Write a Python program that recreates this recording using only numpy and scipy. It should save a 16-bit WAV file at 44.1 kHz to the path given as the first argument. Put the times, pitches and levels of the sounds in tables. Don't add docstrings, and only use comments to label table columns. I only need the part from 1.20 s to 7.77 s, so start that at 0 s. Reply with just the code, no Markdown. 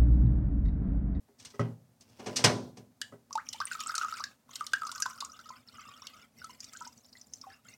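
import sys
import numpy as np
from scipy import signal
from scipy.fft import rfft, irfft
from scipy.io import wavfile
from scipy.ndimage import uniform_filter1d

SR = 44100
rng = np.random.default_rng(int(sys.argv[2]) if len(sys.argv) > 2 else 0)


def to_wav(s):
    ch = np.atleast_2d(s).T
    pcm = np.round(np.clip(ch, -1, 1) * 32767)
    wavfile.write(sys.argv[1], SR, pcm.astype(np.int16))


N = 289723
TIME = np.arange(N) / SR

# [f/Hz, relative level/dB]
AIR_COLOUR = [(25, -15.5), (55, -7), (90, -3), (120, -2.5), (180, -10), (240, 2), (330, -16), (600, -12),
              (1200, -20), (3000, -27), (6000, -25), (15000, -29.5)]
# [t/s, boom level/dB, body level/dB, rap level/dB, click level/dB, contact time/s]
BUMPS = [(0.085, -93, -48.5, -75, -96, 0.0029), (0.338, -75, -48, -53, -54.5, 0.0079),
         (0.394, -24, -27.5, -31, -44, 0.00077), (1.922, -55, -45, -48, -70.5, 0.0047)]
KNOCKS = [(0.184, -82, -89, -79, -56, 0.0097), (0.197, -69, -92, -63, -48, 0.0035),
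          (0.223, -80, -99, -67, -56, 0.0032), (0.248, -73, -80.5, -58.5, -40.5, 0.0024),
          (0.302, -70, -81, -69, -53, 0.0023), (0.808, -63, -75, -83, -52.5, 0.0014),
          (0.885, -59.5, -68.5, -74.5, -55.5, 0.019), (0.991, -58, -42, -45, -48.5, 0.0099),
          (1.058, -41.5, -33.5, -36, -35, 0.014), (1.158, -43.5, -44.5, -42, -19, 0.012),
          (1.19, -40.5, -41, -38, -37, 0.0037), (1.240, -23.5, -22, -18.5, -12.5, 0.0042),
          (1.569, -50, -46, -57.5, -50, 0.0046)]
BLOW_RANGES = [125, 300, 1100, 4500]
# [f/Hz, relative level/dB, time to fall 60 dB/s]
TABLE_MODES = [(118.7, 2.5, 0.32), (163, -4.5, 0.42), (227, -5, 0.41), (260.7, 1.5, 0.32), (404, 0, 0.23),
               (570, -4, 0.089), (820, -17, 0.063), (1057, 5.5, 0.031), (1270, 6.5, 0.034),
               (1950, 1.5, 0.093)]
# [f/Hz, relative level/dB, time to fall 60 dB/s]
WOOD_MODES = [(114.5, 1.5, 0.49), (205, -1.5, 0.42), (248.3, -2, .65), (360, -14, 0.7), (412.4, -7.5, 0.52),
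              (468, -4.5, 0.27), (601, -6.5, 0.39), (728, -10.5, 0.27), (832, -12, 0.23),
              (1000, -10.5, 0.4), (1395, -16.5, 0.07), (2283, -15, 0.12), (2880, -11, 0.17),
              (3486, -16.5, 0.13), (4220, -14, 0.18), (4640, -20, 0.098)]
# [f/Hz, relative level/dB, time to fall 60 dB/s, relative level of slow tail/dB, tail's time to fall 60 dB/s]
RATTLE = [(61, -29, 0.094, -18, 0.27), (114, -12.5, 0.18, -4.5, 0.86), (283, -13, 0.073, -4, 0.59),
          (580, -9, 0.1, -4.5, .5), (1200, -11, 0.11, -8.5, 0.39), (2280, -10, 0.14, -7.5, 0.23),
          (3700, -9.5, 0.11, -17, 0.48), (6250, 2, 0.072, -19.5, 0.34), (8940, -13.5, 0.074, -20.5, 0.4),
          (15000, -31, 0.031, -18, 0.3)]
# [f/Hz, relative level/dB, time to fall 60 dB/s]
ROOM_COLOUR = [(155, 1, 0.25), (1100, 6, 0.19), (2550, 9.5, 0.21), (5350, 0.5, 0.22), (9100, 0, 0.36),
               (15000, -7.5, 0.14)]
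# [start t/s, end t/s]
SLIDE_SPAN = (.81, 1.235)
# [level at start/dB, level at end/dB]
SLIDE_LEVELS = (-71, -49.5)
# [f/Hz, relative level/dB]
SLIDE_COLOUR = [(100, 4), (300, 5), (1000, -4.5), (1800, -10), (2800, -2.5), (3800, -10), (5200, -3),
                (8000, -15), (15000, -25)]
# [t/s, centre f/Hz, level/dB, spread of the spray's pitches/octaves]
SPLASHES = [(1.815, 4835, -32.5, .46), (2.128, 5820, -38, 0.2), (2.154, 5400, -41.5, 0.34),
            (2.288, 5800, -35, 0.16), (2.33, 4970, -37.5, 0.47), (2.402, 4880, -38, 0.17),
            (2.454, 8880, -34, .07), (2.531, 5800, -42, 0.4), (2.603, 5180, -37.5, 0.47),
            (2.671, 7740, -35.5, 0.13), (2.752, 6370, -31.5, 0.37), (2.78, 5700, -30, 0.35),
            (3.005, 4750, -45, 0.18), (3.039, 5210, -33.5, 0.29), (3.333, 4030, -50, 0.25),
            (3.356, 5650, -36, 0.36), (3.466, 5580, -37, 0.42), (3.534, 4750, -32.5, 0.49),
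            (3.669, 6240, -41.5, 0.35), (3.716, 5500, -39, .41), (3.802, 8260, -38, 0.29),
            (3.822, 5830, -25.5, 0.2), (3.861, 5220, -42, 0.35), (4.005, 5140, -35, 0.325),
            (4.048, 6680, -39.5, 0.24), (4.119, 5820, -48.5, 0.056), (4.292, 5500, -48.5, 0.19),
            (4.486, 4270, -50.5, 0.099), (4.82, 5540, -47.5, 0.06), (4.869, 4430, -40, 0.41),
            (5.244, 6380, -46, 0.33), (5.404, 5800, -41, 0.2), (5.443, 6060, -44, 0.25),
            (5.571, 6960, -45.5, 0.16), (5.674, 6360, -46, 0.18), (6.013, 5770, -48, .14),
            (6.136, 6070, -38, 0.14), (6.214, 5440, -44.5, 0.12)]
# [t/s, starting f/Hz, level/dB, pitch glide/(starting pitches per s)]
BUBBLES = [(1.816, 1607, -28.5, 14.5), (2.108, 1014, -35, 13), (2.154, 900, -20.5, -2),
           (2.177, 1054, -24.5, 42), (2.344, 817, -40, 10.5), (2.403, 1050, -22, 21),
           (2.415, 1543, -26.5, 0.5), (2.514, 1530, -25.5, -6), (2.695, 1246, -26, 28),
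           (2.742, 1306, -25.5, 20), (2.78, 1216, -26, 10), (2.813, 1335, -22, 13), (2.833, 1320, -24, -4),
           (2.847, 1187, -24.5, 5.5), (3.003, 1060, -28, 21.5), (3.039, 1650, -27.5, 0),
           (3.292, 1060, -44, 0), (3.409, 1262, -23.5, -7), (3.535, 1506, -13.5, 11), (3.619, 1313, -25, 4),
           (3.634, 1247, -27.5, -1), (3.823, 1514, -27.5, 10.5), (3.857, 1470, -25, 2.5),
           (3.861, 1048, -21.5, -1), (4.024, 1043, -26.5, 11), (4.304, 1040, -32.5, -0.5),
           (4.686, 1120, -42, 1.5), (5.217, 1450, -39.5, 2.5), (5.242, 1300, -37, 0.5),
           (5.295, 1023, -41.5, -1), (5.551, 1467, -41.5, 9), (5.61, 965, -38, 1.5),
           (5.613, 1355, -36.5, -3.5), (5.666, 914, -41.5, 4), (5.953, 1920, -46.5, 6),
           (6.239, 1127, -38.5, -5.5), (6.268, 780, -39.5, 0), (6.303, 1760, -45, -4),
           (6.453, 1344, -52, 9)]
# [t/s, smoothness/0 to 1]
SMOOTHNESS = [(4.0, 0), (4.2, 1)]
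# [start t/s, end t/s, gurgle level/dB, trickle level/dB, fizz level/dB]
POURS = [(2.244, 2.5, -69.5, -59.5, -59.5), (2.455, 3.004, -55, -56, -54.5),
         (3.281, 3.436, -60, -60.5, -58), (3.526, 4.038, -54.5, -66.5, -58),
         (4.128, 4.39, -61.5, -61.5, -63.5), (4.47, 4.993, -59.5, -58.5, -62),
         (5.137, 5.668, -72.5, -62.5, -58), (5.728, 6.204, -88, -90, -63.5), (6.22, 6.345, -63, -63.5, -67),
         (6.443, 6.56, -74, -60.5, -59)]
# [f/Hz, relative level/dB]
GURGLE_SIZES = [(1000, -10.5), (1200, 1), (1500, 0)]
# [f/Hz, relative level/dB]
TRICKLE_SIZES = [(1600, -8.5), (2300, -0.5), (3800, 4.5)]
# [f/Hz, relative level/dB]
FIZZ_SIZES = [(3700, -18), (5000, 3.5), (6300, 0), (8000, 0), (10000, -18.5), (14000, 3.5)]
# [start t/s, end t/s, rate/(drops per s), bubble f/Hz, bubble level/dB, splash level/dB]
DRIBBLES = [(2.55, 3.005, 30, 1270, -32.5, -49), (3.647, 3.81, 38, 1210, -34, -48.5),
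            (4.179, 4.3, 28, 1412, -44, -57.5), (4.53, 4.83, 23.9, 1172, -46.5, -65.5),
            (5.541, 5.66, 40, 1366, -48, -52), (5.789, 6.0, 18, 1265, -80, -59)]


def undb(db):
    return 10 ** (np.asarray(db) / 20)


def unit(x):
    return x / np.sqrt(np.mean(x ** 2) + 1e-30)


def at_pitch(table, hz, column=1):
    rows = np.array(table)
    return np.interp(np.log(np.maximum(hz, 1)), np.log(rows[:, 0]), rows[:, column])


def seconds(length):
    return np.arange(int(length * SR) + 2) / SR


def add(track, start, sound):
    i = min(max(int(start * SR), 0), len(track))
    track[i:i + len(sound)] += sound[:len(track) - i]


def lowcut(x, hz, order):
    return signal.sosfilt(signal.butter(order, hz, "high", fs=SR, output="sos"), x)


def noise(size, lo_hz, hi_hz):
    sos = signal.butter(3, [lo_hz, hi_hz], "band", fs=SR, output="sos")
    settled = signal.sosfilt(sos, rng.standard_normal(2 * size))[size:]
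    return unit(settled)


def half_octaves(size):
    edges = 50 * 2 ** (np.arange(18) / 2)
    return [(np.sqrt(lo * hi), noise(size, lo, hi)) for lo, hi in zip(edges, edges[1:])]


def coloured_noise(colour):
    hz = np.arange(N // 2 + 1) * SR / N
    return irfft(rfft(rng.standard_normal(N)) * undb(at_pitch(colour, hz)), N)


def air(level_db=-64.5, waver_db=2.0):
    hz = np.arange(N // 2 + 1) * SR / N
    still = unit(coloured_noise(AIR_COLOUR))
    rumble = irfft(rfft(still) * (hz < 500), N)
    hiss = still - rumble
    waver = unit(irfft(rfft(rng.standard_normal(N)) * (hz < 12), N))
    return (hiss + rumble * undb(waver_db * waver)) * undb(level_db)


def wood_ring(blow, modes, t, swell_cycles):
    ring = np.zeros(len(t))
    for index, (hz, db, t60) in enumerate(modes):
        swell = 1 - np.exp(-t * hz / swell_cycles)
        side = (-1) ** index
        fade = undb(-60 * t / t60)
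        ring += side * undb(db + at_pitch(blow, hz)) * swell * fade * np.sin(2 * np.pi * hz * t)
    return ring


def wood_rattle(blow, bands, t, linger_db, chatter_db):
    chatter = unit(undb(chatter_db * unit(noise(len(t), 28, 420))))
    offset = rng.integers(len(t))
    rattle = np.zeros(len(t))
    for hz, band in bands:
        db, t60, tail_db, tail_t60 = (at_pitch(RATTLE, hz, column) for column in range(1, 5))
        quick = chatter * undb(-60 * t / t60)
        tail = undb(tail_db + linger_db * (hz < 2500)) * undb(-60 * t / tail_t60)
        rattle += undb(db + at_pitch(blow, hz)) * band[offset:offset + len(t)] * (quick + tail)
    return rattle


def blows(events, modes, modes_db, rattle_db, linger_db, chatter_db, swell_cycles):
    out, t = np.zeros(N), seconds(.7)
    bands = half_octaves(2 * len(t))
    for start, *levels, contact in events:
        blow = list(zip(BLOW_RANGES, levels))
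        ring = wood_ring(blow, modes, t, swell_cycles)
        rattle = wood_rattle(blow, bands, t, linger_db, chatter_db)
        onset = np.minimum(t / contact, 1)
        add(out, start, onset * (undb(modes_db) * ring + undb(rattle_db) * rattle))
    return out


def bumps():
    return blows(BUMPS, TABLE_MODES, modes_db=-1.5, rattle_db=-0.5, linger_db=-4, chatter_db=9, swell_cycles=0.8)


def room(x, near_db=-13, near_s=0.0063, tail_db=-13):
    t = seconds(.7)
    near = rng.standard_normal(len(t)) * np.exp(-t / near_s) * (t > .002)
    tail = np.zeros(len(t))
    for hz, band in half_octaves(len(t)):
        fade = undb(-60 * t / at_pitch(ROOM_COLOUR, hz, 2))
        tail += band * np.sqrt(hz) * undb(at_pitch(ROOM_COLOUR, hz)) * fade
    tail = tail * np.clip(t / 0.0012, 0, 1)
    echo = undb(near_db) * near / np.linalg.norm(near) + undb(tail_db) * tail / np.linalg.norm(tail)
    return x + signal.fftconvolve(x, echo)[:N]


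def knocks():
    return blows(KNOCKS, WOOD_MODES, modes_db=-2.5, rattle_db=-1, linger_db=4.5, chatter_db=2.0, swell_cycles=0.67)


def slide(catch_db=4, edge_s=0.017):
    start, end = SLIDE_SPAN
    grainy = unit(coloured_noise(SLIDE_COLOUR) * undb(catch_db * noise(N, 15, 200)))
    touching = np.clip(np.minimum(TIME - start, end - TIME) / edge_s, 0, 1)
    return touching * grainy * undb(np.interp(TIME, SLIDE_SPAN, SLIDE_LEVELS))


def smoothness(when):
    return np.interp(when, *np.transpose(SMOOTHNESS))


def bubble(hz, t60, rise, swell_cycles):
    t = seconds(t60)
    swell = 1 - np.exp(-t * hz / swell_cycles)
    return swell * undb(-60 * t / t60) * np.sin(2 * np.pi * hz * (t + rise * t * t / 2))


def splashes(drops, slap_db=8, slap_s=0.0023, scatter_s=0.0016, cycles=52, cluster_db=7, low_hz=2100, count=8):
    out, t = np.zeros(N), seconds(.03)
    for start, hz, db, spread in drops:
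        steps = rng.permutation(np.linspace(-1.6, 1.6, count))
        pitches = np.clip(hz * 2 ** (spread * steps), 1500, 14000)
        delays = rng.exponential(scatter_s, count)
        drop = undb(slap_db) * spread ** 2 * noise(len(t), 1000, 10800) * np.exp(-t / slap_s)
        add(drop, 0, bubble(hz, cycles / hz, rise=4, swell_cycles=4))
        for pitch, delay in zip(pitches, delays):
            tiny = bubble(pitch, cycles / pitch, rise=6, swell_cycles=3)
            add(drop, delay, undb(cluster_db) * spread * tiny)
        drop = lowcut(drop, low_hz, order=2)
        loudness = np.sqrt(np.mean(drop[:SR // 180] ** 2))
        add(out, start, undb(db) * drop / loudness)
    return out


def plinks(bubbles, cycles=55.5, smooth_ring=0.37, slap_db=-15, slap_s=0.0009):
    out, t = np.zeros(N), seconds(0.018)
    for start, hz, db, rise in bubbles:
        smooth = smoothness(start)
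        t60 = cycles / hz * (1 + smooth_ring * smooth)
        add(out, start, undb(db) * bubble(hz, t60, rise, swell_cycles=0.96))
        slap = noise(len(t), 1800, 8400) * np.exp(-t / slap_s)
        add(out, start, (1 - smooth) * undb(db + slap_db) * slap)
    return out


def flow(start, end, attack_s=0.018, release_s=0.056):
    swell = 1 - np.exp(-np.maximum(TIME - start, 0) / attack_s)
    return swell * np.exp(-np.maximum(TIME - end, 0) / release_s)


def swarm(droplets, lo_hz, hi_hz, cycles, sizes, count, dull_db=-3):
    out = np.zeros(N)
    for start, weight_db in droplets:
        smooth = smoothness(start)
        place, lag, damping = rng.random((3, count))
        pitches = lo_hz * (hi_hz / lo_hz) ** place
        gains = undb(weight_db + at_pitch(sizes, pitches) + dull_db * smooth * (2.0 + place))
        t60s = cycles * (.5 + damping) * (1 + 1.2 * smooth) / pitches
        delays = (.006 + .025 * smooth) * lag ** 2
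        for hz, gain, t60, delay in zip(pitches, gains, t60s, delays):
            add(out, start + delay, gain * bubble(hz, t60, rise=3, swell_cycles=2 + 2 * smooth))
    return unit(out)


def stream(rate=190, scatter_db=4, spray_db=-9, smooth_spray_db=-4, surge_db=3.0, surge_hz=18):
    when, size = rng.random((int(rate * N / SR), 2)).T
    weights_db = scatter_db * np.minimum(-np.log(1 - size), 3)
    droplets = list(zip(when * N / SR, weights_db))
    gurgle = swarm(droplets, 1000, 1500, cycles=45, sizes=GURGLE_SIZES, count=1)
    trickle = swarm(droplets, 1600, 3800, cycles=34, sizes=TRICKLE_SIZES, count=2)
    fizz = swarm(droplets, 3700, 13000, cycles=32, sizes=FIZZ_SIZES, count=2)
    fizz = fizz + undb(spray_db + smooth_spray_db * smoothness(TIME)) * noise(N, 4500, 21050)
    surge = unit(undb(surge_db * noise(N, surge_hz / 2, surge_hz * 2)))
    water = np.zeros(N)
    for start, end, gurgle_db, trickle_db, fizz_db in POURS:
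        mix = gurgle * undb(gurgle_db) + trickle * undb(trickle_db) + fizz * undb(fizz_db)
        water += flow(start, end) * mix
    return surge * water


def dribble(jitter=.25, pitch_octaves=0.095, spray_hz=5300, spray_octaves=.22, scatter_db=3.0, rise=7, spread=0.203):
    bubbles, drops = [], []
    for start, end, rate, hz, bubble_db, splash_db in DRIBBLES:
        chance = rng.standard_normal((64, 7))
        for when, (late, size, force, glide, spray, slap, width) in zip(np.arange(start, end, 1 / rate), chance):
            when = when + jitter * late / rate
            climb = rise * (1 + glide) * (1 - smoothness(when))
            pitch = hz * 2 ** (pitch_octaves * size)
            bubbles.append((when, pitch, bubble_db + scatter_db * force, climb))
            centre = spray_hz * 2 ** (spray_octaves * spray)
            drops.append((when, centre, splash_db + scatter_db * slap, spread * 2 ** (width / 2)))
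    return bubbles, drops


def suppress(x, threshold_db=-62, slope=0.62, depth_db=10, window_s=0.018, sense_hz=1000):
    power = uniform_filter1d(lowcut(x, sense_hz, order=2) ** 2, int(window_s * SR))
    below_db = threshold_db - 10 * np.log10(np.maximum(power, 1e-14))
    return x * undb(-np.clip(slope * below_db, 0, depth_db))


def scene():
    bubbles, drops = dribble()
    water = plinks(BUBBLES + bubbles) + splashes(SPLASHES + drops) + stream()
    return (room(water + bumps()) + slide() + knocks() + air())[None]


def record(dry, ceiling=.7, top_hz=16500):
    rounded = ceiling * np.tanh(lowcut(dry, hz=68, order=3) / ceiling)
    quietened = suppress(rounded)
    return signal.sosfilt(signal.ellip(10, .2, 70, top_hz, fs=SR, output="sos"), quietened)


dry = scene()
out = record(dry)
to_wav(out)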